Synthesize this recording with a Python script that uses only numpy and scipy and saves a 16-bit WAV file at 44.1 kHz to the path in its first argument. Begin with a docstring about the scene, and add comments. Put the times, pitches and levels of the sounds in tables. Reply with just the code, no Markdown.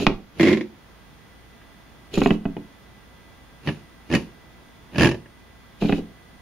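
"""Hard knocks, a motor's whirr and short rattles: two home-made toys twitch on a table.
A plastic zebra hops on its hooves while the motor on its side whirrs and its weight grazes the table.
A loudspeaker box on two small DC motors rattles in bursts, one foot or the other striking once a turn.
Each blow is a gritty click over the thump of the table top; the whirr is brushes ticking and scraping.
Behind them is a small quiet room with a faint whine of equipment."""
import sys
import numpy as np
from scipy import signal
from scipy.fft import rfft, irfft
from scipy.io import wavfile
from scipy.ndimage import uniform_filter1d

SR = 44100
rng = np.random.default_rng(int(sys.argv[2]) if len(sys.argv) > 2 else 0)


def generate_wav(signal):
    """Clip the signal to [-1, 1] and save it as 16-bit WAV at the path in sys.argv[1]."""
    frames = np.transpose(np.atleast_2d(signal))
    scaled = np.clip(frames, -1, 1) * 32767
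    pcm = np.round(scaled).astype(np.int16)
    wavfile.write(sys.argv[1], SR, pcm)


N = 282681

# Zebra motor runs. Each row: full power at s, hold in s, whirr in dB, graze in dB, graze cutoff in Hz.
ZEBRA_RUNS = [(0.0, 0.044, -27, -30, 6650), (2.14, .2, -29, -25.5, 15000), (5.815, .175, -31.5, -28, 3280)]
# Motor bursts on the box's lighter and heavier foot. Each row: full power at s, hold in s,
# level in dB, rattle rise in dB/s, rattle fade in dB/s, click cutoff in Hz.
LIGHT_BURSTS = [(0.3978, 0.0086, -16.5, 4000, 4000, 11000), (0.4297, .085, -12.5, 4500, 109, 9500)]
HEAVY_BURSTS = [(3.6748, 0.01, -15.5, 1700, 1500, 4500), (4.138, .012, -11, 517, 900, 13000),
                (4.9581, .001, -22.5, 703, 4000, 5000), (4.9835, .074, -12.5, 4000, 255, 13900)]
# Spectra of the motors and their blows. Each row: frequency in Hz, level in dB.
ZEBRA_SPECTRUM = [(180, -9), (300, -7.5), (571, -15.5), (1090, -33), (1460, -26), (2170, -31),
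                  (2520, -18.5), (2830, -22.5), (3070, -22.5), (6900, -33.5), (8140, -40), (9450, -36.5),
                  (15500, -46.5)]
BOX_SPECTRUM = [(21, -18), (35, -24.5), (154, -1.5), (330, -8), (448, -12.5), (564, -20.5), (1210, -24),
                (1770, -26.5), (2810, -15), (3270, -26.5), (4680, -30), (6860, -34.5), (8190, -46),
                (9550, -38), (15500, -58)]
# Stereo likeness of toy and reverb noise. Each row: frequency in Hz, left-right correlation.
CORRELATION = [(100, 0.93), (500, 0.8), (1500, 0.85), (3000, 0.26), (6000, 0), (12000, 0.13)]


def zebra_hooves(hard_db=-4, db_per_octave=5):
    """Hooves land and ring with the table top; only a click above hard_db cracks brighter."""
    # Each row: start in s, click in dB, thump in dB.
    landings = [(0.001, -28, -21), (0.0226, -46, -20.5), (0.0668, 2.5, -7), (0.098, -44, -16.5),
                (2.1748, -18, -10), (2.2171, -11, -11.5), (2.2594, -6, -8.5), (2.3062, -7.5, -9.5),
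                (2.454, -20.5, -15), (2.567, -27.5, -25), (5.8224, -23, -13.5), (5.8465, -43, -14),
                (5.894, -16.5, -15), (5.924, -12, -12), (5.9823, -48, -23.5)]
    # Each row: frequency in Hz, level in dB, t60 in s.
    modes = [(107, 1.5, 0.12), (169.5, 4, 0.15), (210.8, -1, 0.27), (291.6, 9.5, 0.14), (376, 1, 0.093),
             (403, -10, 0.057), (647, 3, 0.049), (790, -46, 0.0045), (1100, -47, 0.12), (1938, -8.5, 0.026),
             (2534, -7.5, 0.042), (2866, -8, 0.038)]
    # Each row: frequency in Hz, contact level in dB.
    spectrum = [(24, -1), (40, -42.5), (202, 1), (397, -6), (577, -16), (859, -20), (973, -27.5),
                (1250, -28.5), (2160, -39.5), (2510, -36.5), (3220, -33), (8310, -58), (10900, -45),
                (15500, -75)]
    blows = [(s, click_db, thump_db, 2490 * 2 ** (max(click_db - hard_db, 0) / db_per_octave))
             for s, click_db, thump_db in landings]
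    return knocks(blows, modes, spectrum, click_db=12.5, thump_db=25.5, snap_db=-5.5,
                  chatter_t60_s=0.026, clink_db=-3, rumble_db=2, rumble_t60_s=0.042, push_db=0,
                  grain_db=1.5, swell_s=0.0085, detune=0.022)


def zebra_grazes(early_share=0.72, uneven_db=8, count=8):
    """The motor's weight grazes the table as each run starts, then at random in its early part."""
    # Each row: frequency in Hz, level in dB, t60 in s.
    modes = [(400, 0, 0.042), (2544, -0.5, 0.12), (3230, 1, .04), (4070, 6, .02), (6690, 1.5, 0.028),
             (7130, -4, 0.029)]
    blows = []
    for start_s, held_s, _, graze_db, cutoff_hz in ZEBRA_RUNS:
        advance, weakness = rng.random((count, 2)).T
        t = early_share * held_s * np.maximum(np.arange(count) - advance, 0) / (count - 1)
        blows += [(s, db, db, cutoff_hz) for s, db in zip(start_s + t, graze_db - uneven_db * weakness)]
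    return knocks(blows, modes, ZEBRA_SPECTRUM, click_db=20, thump_db=23, snap_db=-21,
                  chatter_t60_s=0.044, clink_db=1, rumble_db=-26, rumble_t60_s=0.04, push_db=-8,
                  grain_db=-5.5, swell_s=0.002, detune=0.036)


def zebra_motor():
    """The zebra's motor starts fast, sags under load and stops."""
    # Each row: frequency in Hz, level in dB, t60 in s.
    shell_modes = [(370, -11, 0.025), (2563, -22.5, 0.15), (2960, 6, 0.021), (3750, 3, 0.051),
                   (4500, -1.5, 0.0034)]
    runs = envelopes(ZEBRA_RUNS, rise_db_per_s=800, sag_db_per_s=28, fall_db_per_s=599)
    return whirr(runs, shell_modes, ZEBRA_SPECTRUM, level_db=-4, top_hz=93.6, spin_up_s=0.03,
                 scrape_db=17.5, uneven_db=23, shell_db=-10.5, wobble=0.23)


def box_light_foot():
    """The box's lighter foot rattles unevenly on the table."""
    # Each row: frequency in Hz, level in dB, t60 in s.
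    modes = [(106.3, -21, 0.067), (164.6, -19.5, 0.17), (217.1, -10, 0.22), (321.5, 1.5, 0.059),
             (369.7, -0.5, 0.064), (494, -18, 0.076), (556, -12, 0.028), (1001.3, -17, 0.072),
             (1870, 3, 0.024), (2118, 7, 0.035), (2540, -4, 0.031), (3330, -8, 0.042)]
    # Each row: frequency in Hz, contact level in dB.
    spectrum = [(24, -50), (40, -40), (202, -5.5), (253, -12), (368, -11.5), (427, -20.5), (484, -14.5),
                (859, -34), (1020, -25.5), (1280, -35), (2110, -19.5), (3060, -31), (3300, -29),
                (11200, -54), (15500, -45)]
    blows = rattle(LIGHT_BURSTS, turn_hz=94, coast_s=0.03, build_db_per_s=-11, thump_share=0.87,
                   db_per_octave=31, uneven_db=4, jitter_s=0.0005, count=16)
    return knocks(blows, modes, spectrum, click_db=17.5, thump_db=29, snap_db=-18,
                  chatter_t60_s=0.084, clink_db=-2.5, rumble_db=-7.5, rumble_t60_s=0.043, push_db=-22,
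                  grain_db=0, swell_s=0.00061, detune=0.012)


def box_heavy_foot():
    """The heavier foot rattles harder as the power stays on; the box settles with faint ticks."""
    # Each row: frequency in Hz, level in dB, t60 in s.
    modes = [(57, -18, 0.47), (103.6, 1.5, 0.11), (149.7, -2.5, 0.1), (226, -7, 0.17), (317.3, 0.5, 0.092),
             (390, -4.5, 0.084), (562, 3.5, 0.044), (899, -13.5, 0.081), (1705, -1.5, 0.039),
             (1806, 1, 0.026), (2534, -9.5, 0.03), (2988, -16, 0.084), (4770, -14.5, 0.026)]
    # Each row: start in s, click in dB, thump in dB, click cutoff in Hz.
    ticks = [(1.614, -42, -60, 2220), (5.258, -38, -40, 1980)]
    blows = rattle(HEAVY_BURSTS, turn_hz=82, coast_s=0.045, build_db_per_s=77, thump_share=0.67,
                   db_per_octave=50, uneven_db=1, jitter_s=0.0006, count=14)
    return knocks(blows + ticks, modes, BOX_SPECTRUM, click_db=15.5, thump_db=23.5, snap_db=-10,
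                  chatter_t60_s=0.066, clink_db=-0.5, rumble_db=2, rumble_t60_s=0.031, push_db=-1,
                  grain_db=-1.5, swell_s=0.0084, detune=0.04)


def box_motors():
    """The box's motors whirr under the rattle and coast longer than the zebra's."""
    # Each row: frequency in Hz, level in dB, t60 in s.
    shell_modes = [(109, -16, 0.12), (205, 2, 0.11), (1790, -10, 0.018), (2710, 19, 0.0043),
                   (3760, -5, 0.022), (4950, -14, .01), (10800, 6.5, 0.006)]
    runs = envelopes(LIGHT_BURSTS + HEAVY_BURSTS, rise_db_per_s=379.5, sag_db_per_s=2,
                     fall_db_per_s=171.5)
    return whirr(runs, shell_modes, BOX_SPECTRUM, level_db=-18, top_hz=89.4, spin_up_s=0.04,
                 scrape_db=25, uneven_db=2.5, shell_db=-14, wobble=0.24)


def rattle(bursts, turn_hz, coast_s, build_db_per_s, thump_share, db_per_octave, uneven_db, jitter_s,
           count, lead_turns=3):
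    """A foot strikes once a turn under power; coasting, its blows get sparser, weaker and duller."""
    blows = []
    for start_s, held_s, level_db, rise, fade, cutoff_hz in bursts:
        slip, luck = rng.standard_normal((count, 2)).T
        held_s = round(held_s * turn_hz) / turn_hz  # whole turns
        t = (np.arange(count) - lead_turns) / turn_hz
        coasting_s = coast_s * np.expm1(np.maximum(t - held_s, 0) / coast_s)
        t = np.minimum(t, held_s) + coasting_s
        drive_db = rise * np.minimum(t, 0) + build_db_per_s * np.clip(t, 0, held_s) - fade * coasting_s
        force_db = drive_db + uneven_db * luck
        edge_hz = cutoff_hz * 2 ** np.maximum(force_db / db_per_octave, -2)
        lifts_off = drive_db > -33
        strikes = np.transpose([start_s + t + jitter_s * slip, level_db + force_db,
                                level_db + thump_share * force_db, edge_hz])
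        blows += list(strikes[lifts_off])
    return blows


def knocks(blows, modes, spectrum, click_db, thump_db, snap_db, chatter_t60_s, clink_db, rumble_db,
           rumble_t60_s, push_db, grain_db, swell_s, detune, vary_db=0.46, split_hz=950):
    """Each blow is a snap, gritty chatter and a clink over the thump of the table top."""
    out, t = np.zeros((2, N)), np.arange(6144) / SR
    contact = colour(signal.unit_impulse((1, 2048)), spectrum)
    push = signal.sosfilt(signal.butter(4, split_hz, "low", fs=SR, output="sos"), contact)
    snap = signal.sosfilt(signal.butter(4, split_hz, "high", fs=SR, output="sos"), contact)
    deep = [mode for mode in modes if mode[0] < 1000]
    bright = [mode for mode in modes if mode[0] >= 1000]
    impulse = t == 0
    swell = 1 - np.exp(-t / swell_s)  # the thump builds over a few milliseconds before it decays
    for start_s, high_db, low_db, cutoff_hz in blows:
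        grit = noise_pair(CORRELATION, len(t))
        rebounds = amp(grain_db * unit_rms(uniform_filter1d(rng.standard_normal(len(t)), size=40)))
        chatter = unit_energy(grit * rebounds * decay(t, chatter_t60_s))
        click = unit_energy(convolve(amp(snap_db) * impulse + chatter, snap))
        click += amp(clink_db) * unit_energy(ring(bright, t, vary_db, detune))
        click = signal.lfilter(*signal.butter(3, min(cutoff_hz, 0.45 * SR), fs=SR), click)
        shudder = unit_energy(grit * swell * decay(t, rumble_t60_s))
        rumble = unit_energy(convolve(amp(push_db) * impulse + shudder, push))
        thump = amp(rumble_db) * rumble + unit_energy(swell * ring(deep, t, vary_db, detune))
        add(out, start_s, amp(high_db + click_db) * unit_energy(click))
        add(out, start_s, amp(low_db + thump_db) * unit_energy(thump))
    return out


def envelopes(runs, rise_db_per_s, sag_db_per_s, fall_db_per_s, depth_db=30):
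    """Attack, sagging hold and release of each motor run, as corners (s, dB)."""
    shapes = []
    for start_s, held_s, db, *_ in runs:
        end_s, end_db = start_s + held_s, db - sag_db_per_s * held_s
        attack = (max(start_s - depth_db / rise_db_per_s, 0), db - depth_db)
        release = (end_s + depth_db / fall_db_per_s, end_db - depth_db)
        shapes.append([attack, (start_s, db), (end_s, end_db), release])
    return shapes


def whirr(runs, modes, spectrum, level_db, top_hz, spin_up_s, scrape_db, uneven_db, shell_db, wobble):
    """A motor spins up: brushes tick six times a turn and scrape between, ringing its shell."""
    out, shell = np.zeros((2, N)), ring(modes, np.arange(SR // 10) / SR)
    for run in runs:
        s, db = np.transpose(run)
        t = np.arange(s[0], s[-1], 1 / SR)
        turns = np.cumsum(top_hz * (1 - np.exp(-(t - s[0]) / spin_up_s))) / SR
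        ticks = np.diff(np.floor(6 * turns), prepend=0)
        ticks = unit_rms(ticks * amp(uneven_db * rng.uniform(-2.6, 1, len(t))))
        scrape = amp(scrape_db) * noise_pair(CORRELATION, len(t))
        brushes = (ticks + scrape) * (1 + wobble * np.sin(2 * np.pi * turns))
        sound = unit_rms(colour(brushes, spectrum)) + amp(shell_db) * unit_rms(convolve(brushes, shell))
        add(out, s[0], amp(np.interp(t, s, db) + level_db) * unit_rms(sound))
    return out


def ring(modes, t, vary_db=0, detune=0):
    """Decaying modes; neighbours start in opposite directions, so the ring swells briefly."""
    hz, db, t60_s = np.transpose(modes)[:, :, None]
    hz = hz * (1 + detune * rng.standard_normal(hz.shape))  # no two blows hit the same spot
    gain = (-1) ** np.arange(len(hz))[:, None] * amp(db + vary_db * rng.standard_normal(hz.shape))
    return (gain * np.sin(2 * np.pi * hz * t) * decay(t, t60_s)).sum(0)


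def room(x, build_up_s=0.0073):
    """Dense reflections of a small room, each band decaying at its own rate."""
    # Each row: frequency in Hz, t60 in s.
    t60_s = [(100, 0.32), (300, 0.31), (800, 0.27), (2000, 0.2), (5000, 0.26), (12000, 0.26)]
    hz, t, bands = signal.stft(noise_pair(CORRELATION, SR // 2), SR, nperseg=256)
    tail = signal.istft(bands * decay(t, value_at(t60_s, hz)[:, None]), SR, nperseg=256)[1]
    tail *= 1 - np.exp(-(np.arange(tail.shape[1]) / SR / build_up_s) ** 2)
    return convolve(x, unit_energy(tail))


def room_noise(level_db=-50):
    """Steady, bass-heavy hush."""
    # Each row: frequency in Hz, level in dB.
    spectrum = [(15, -39), (25, -9.5), (59, -4.5), (221, -6), (378, -12), (648, -16), (895, -15),
                (1850, -19), (2010, -20), (2360, -21), (3440, -24), (6920, -32.5), (8130, -41.5),
                (8810, -35), (15500, -37)]
    # Each row: frequency in Hz, left-right correlation.
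    correlation = [(60, 0.36), (180, 0.39), (550, 0.46), (1650, 0.23), (4970, 0.023), (15000, 0.14)]
    gain = amp(value_at(spectrum, np.fft.rfftfreq(N, 1 / SR)))
    return amp(level_db) * unit_rms(irfft(rfft(noise_pair(correlation, N)) * gain, N))


def equipment_whine(start_db=-11, rise_s=1.6):
    """Thin wavering tones; most fade in and swell at random."""
    # Each row: frequency in Hz, level in dB, waver in Hz, share of fade-in and swell from 0 to 1.
    tones = [(58.4, -58.5, 1.55, 0.2), (670, -70, 1.58, 0.6), (1610, -69.5, 3.17, 0.75),
             (1995, -65, 7.16, 0.74), (1977, -71.5, 10.81, 1), (3280, -72, 14.1, 0), (3530, -78.5, 26.7, 0),
             (3480, -72.5, 26.6, 1), (8808, -73, 5, 0.8)]
    fade_in_db = start_db * np.maximum(1 - np.arange(N) / SR / rise_s, 0)
    swell_db, waver = 1.8 * drift(rate_hz=3.5), drift(rate_hz=38.6)
    whine = 0
    for hz, db, waver_hz, share in tones:
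        shift = rng.integers(N)
        cycles = np.cumsum(hz + waver_hz * np.roll(waver, shift)) / SR
        gain = amp(db + share * (fade_in_db + np.roll(swell_db, shift)))
        whine += gain * unit_rms(np.sin(2 * np.pi * cycles))
    return whine


def balance(x):
    """Leans the sound slightly right, except for a faint lean left around 4 to 8 kHz."""
    # Each row: frequency in Hz, left minus right in dB.
    balance_db = [(60, -2), (150, -1), (300, -1.2), (550, -3), (1000, -1.8), (2200, -1.8), (4500, 0.3),
                  (12000, -0.5)]
    left_db = value_at(balance_db, np.fft.rfftfreq(N, 1 / SR))
    return irfft(rfft(x) * amp([left_db / 2, -left_db / 2]), N)


def noise_pair(correlation, size):
    """Stereo white noise with the given left-right correlation by frequency."""
    mid, side = rfft(rng.standard_normal((2, size)))
    same = np.clip(value_at(correlation, np.fft.rfftfreq(size, 1 / SR)), -1, 1)
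    mid, side = mid * np.sqrt(1 + same), side * np.sqrt(1 - same)
    return unit_rms(irfft([mid + side, mid - side], size))


def drift(rate_hz):
    """Slow random curve of rms 1."""
    hz = np.fft.rfftfreq(N, 1 / SR)
    return unit_rms(irfft(rfft(rng.standard_normal(N)) * np.exp(-(hz / rate_hz) ** 2), N))


def colour(x, spectrum, size=8192):
    """Minimum-phase filter with the given spectrum."""
    db = np.maximum(value_at(spectrum, abs(np.fft.fftfreq(size, 1 / SR))), -100)
    response = np.exp(np.conj(signal.hilbert(np.log(amp(db)))))
    return convolve(x, np.fft.ifft(response).real[:size // 2])


def value_at(points, hz):
    """Interpolates over log frequency."""
    point_hz, value = np.transpose(points)
    return np.interp(np.log(hz + 1), np.log(point_hz + 1), value)


def convolve(x, response):
    return signal.fftconvolve(x, np.atleast_2d(response), axes=1)[:, :x.shape[1]]


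def add(mix, start_s, sound):
    part = mix[:, max(round(start_s * SR), 0):][:, :sound.shape[-1]]
    part += sound[..., :part.shape[1]]


def decay(t, t60_s):
    return np.exp(-np.log(1000) * t / t60_s)


def amp(db):
    return 10 ** (np.asarray(db) / 20)


def unit_rms(x):
    return x / np.sqrt(np.mean(x ** 2) + 1e-20)


def unit_energy(x):
    return unit_rms(x) / np.sqrt(x.shape[-1])


def scene():
    """Both toys, their reflections and the background."""
    zebra = zebra_hooves() + zebra_grazes() + zebra_motor()
    light_foot = box_light_foot()
    box = box_heavy_foot() + box_motors()
    reflections = room(amp(-10) * zebra + amp(-11.5) * light_foot + amp(-12.5) * box)
    return balance(zebra + light_foot + box + reflections + room_noise() + equipment_whine())


def record(dry, threshold_db=-12, slope=0.54, recovery_db_per_s=6.5, notch_hz=8230, edge_hz=15750):
    """Gain control dips after the loudest blows; then a treble notch, clipping and a band limit."""
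    power_db = 10 * np.log10(abs(uniform_filter1d((dry ** 2).mean(0), size=400)) + 1e-12)
    fall_db = np.arange(N) * recovery_db_per_s / SR
    held_db = np.maximum.accumulate(power_db + fall_db) - fall_db
    over_db = np.maximum(held_db - threshold_db, 0)
    ducked = dry / amp(slope * uniform_filter1d(over_db, size=100))
    notch = signal.iirnotch(notch_hz, Q=14, fs=SR)
    notched = signal.lfilter(*notch, signal.lfilter(*notch, ducked))
    lowpass = signal.firwin(511, edge_hz, window=("kaiser", 9), fs=SR)
    return signal.oaconvolve(np.clip(notched, -1, 1), lowpass[None], "same")


dry = scene()
out = record(dry)
generate_wav(out)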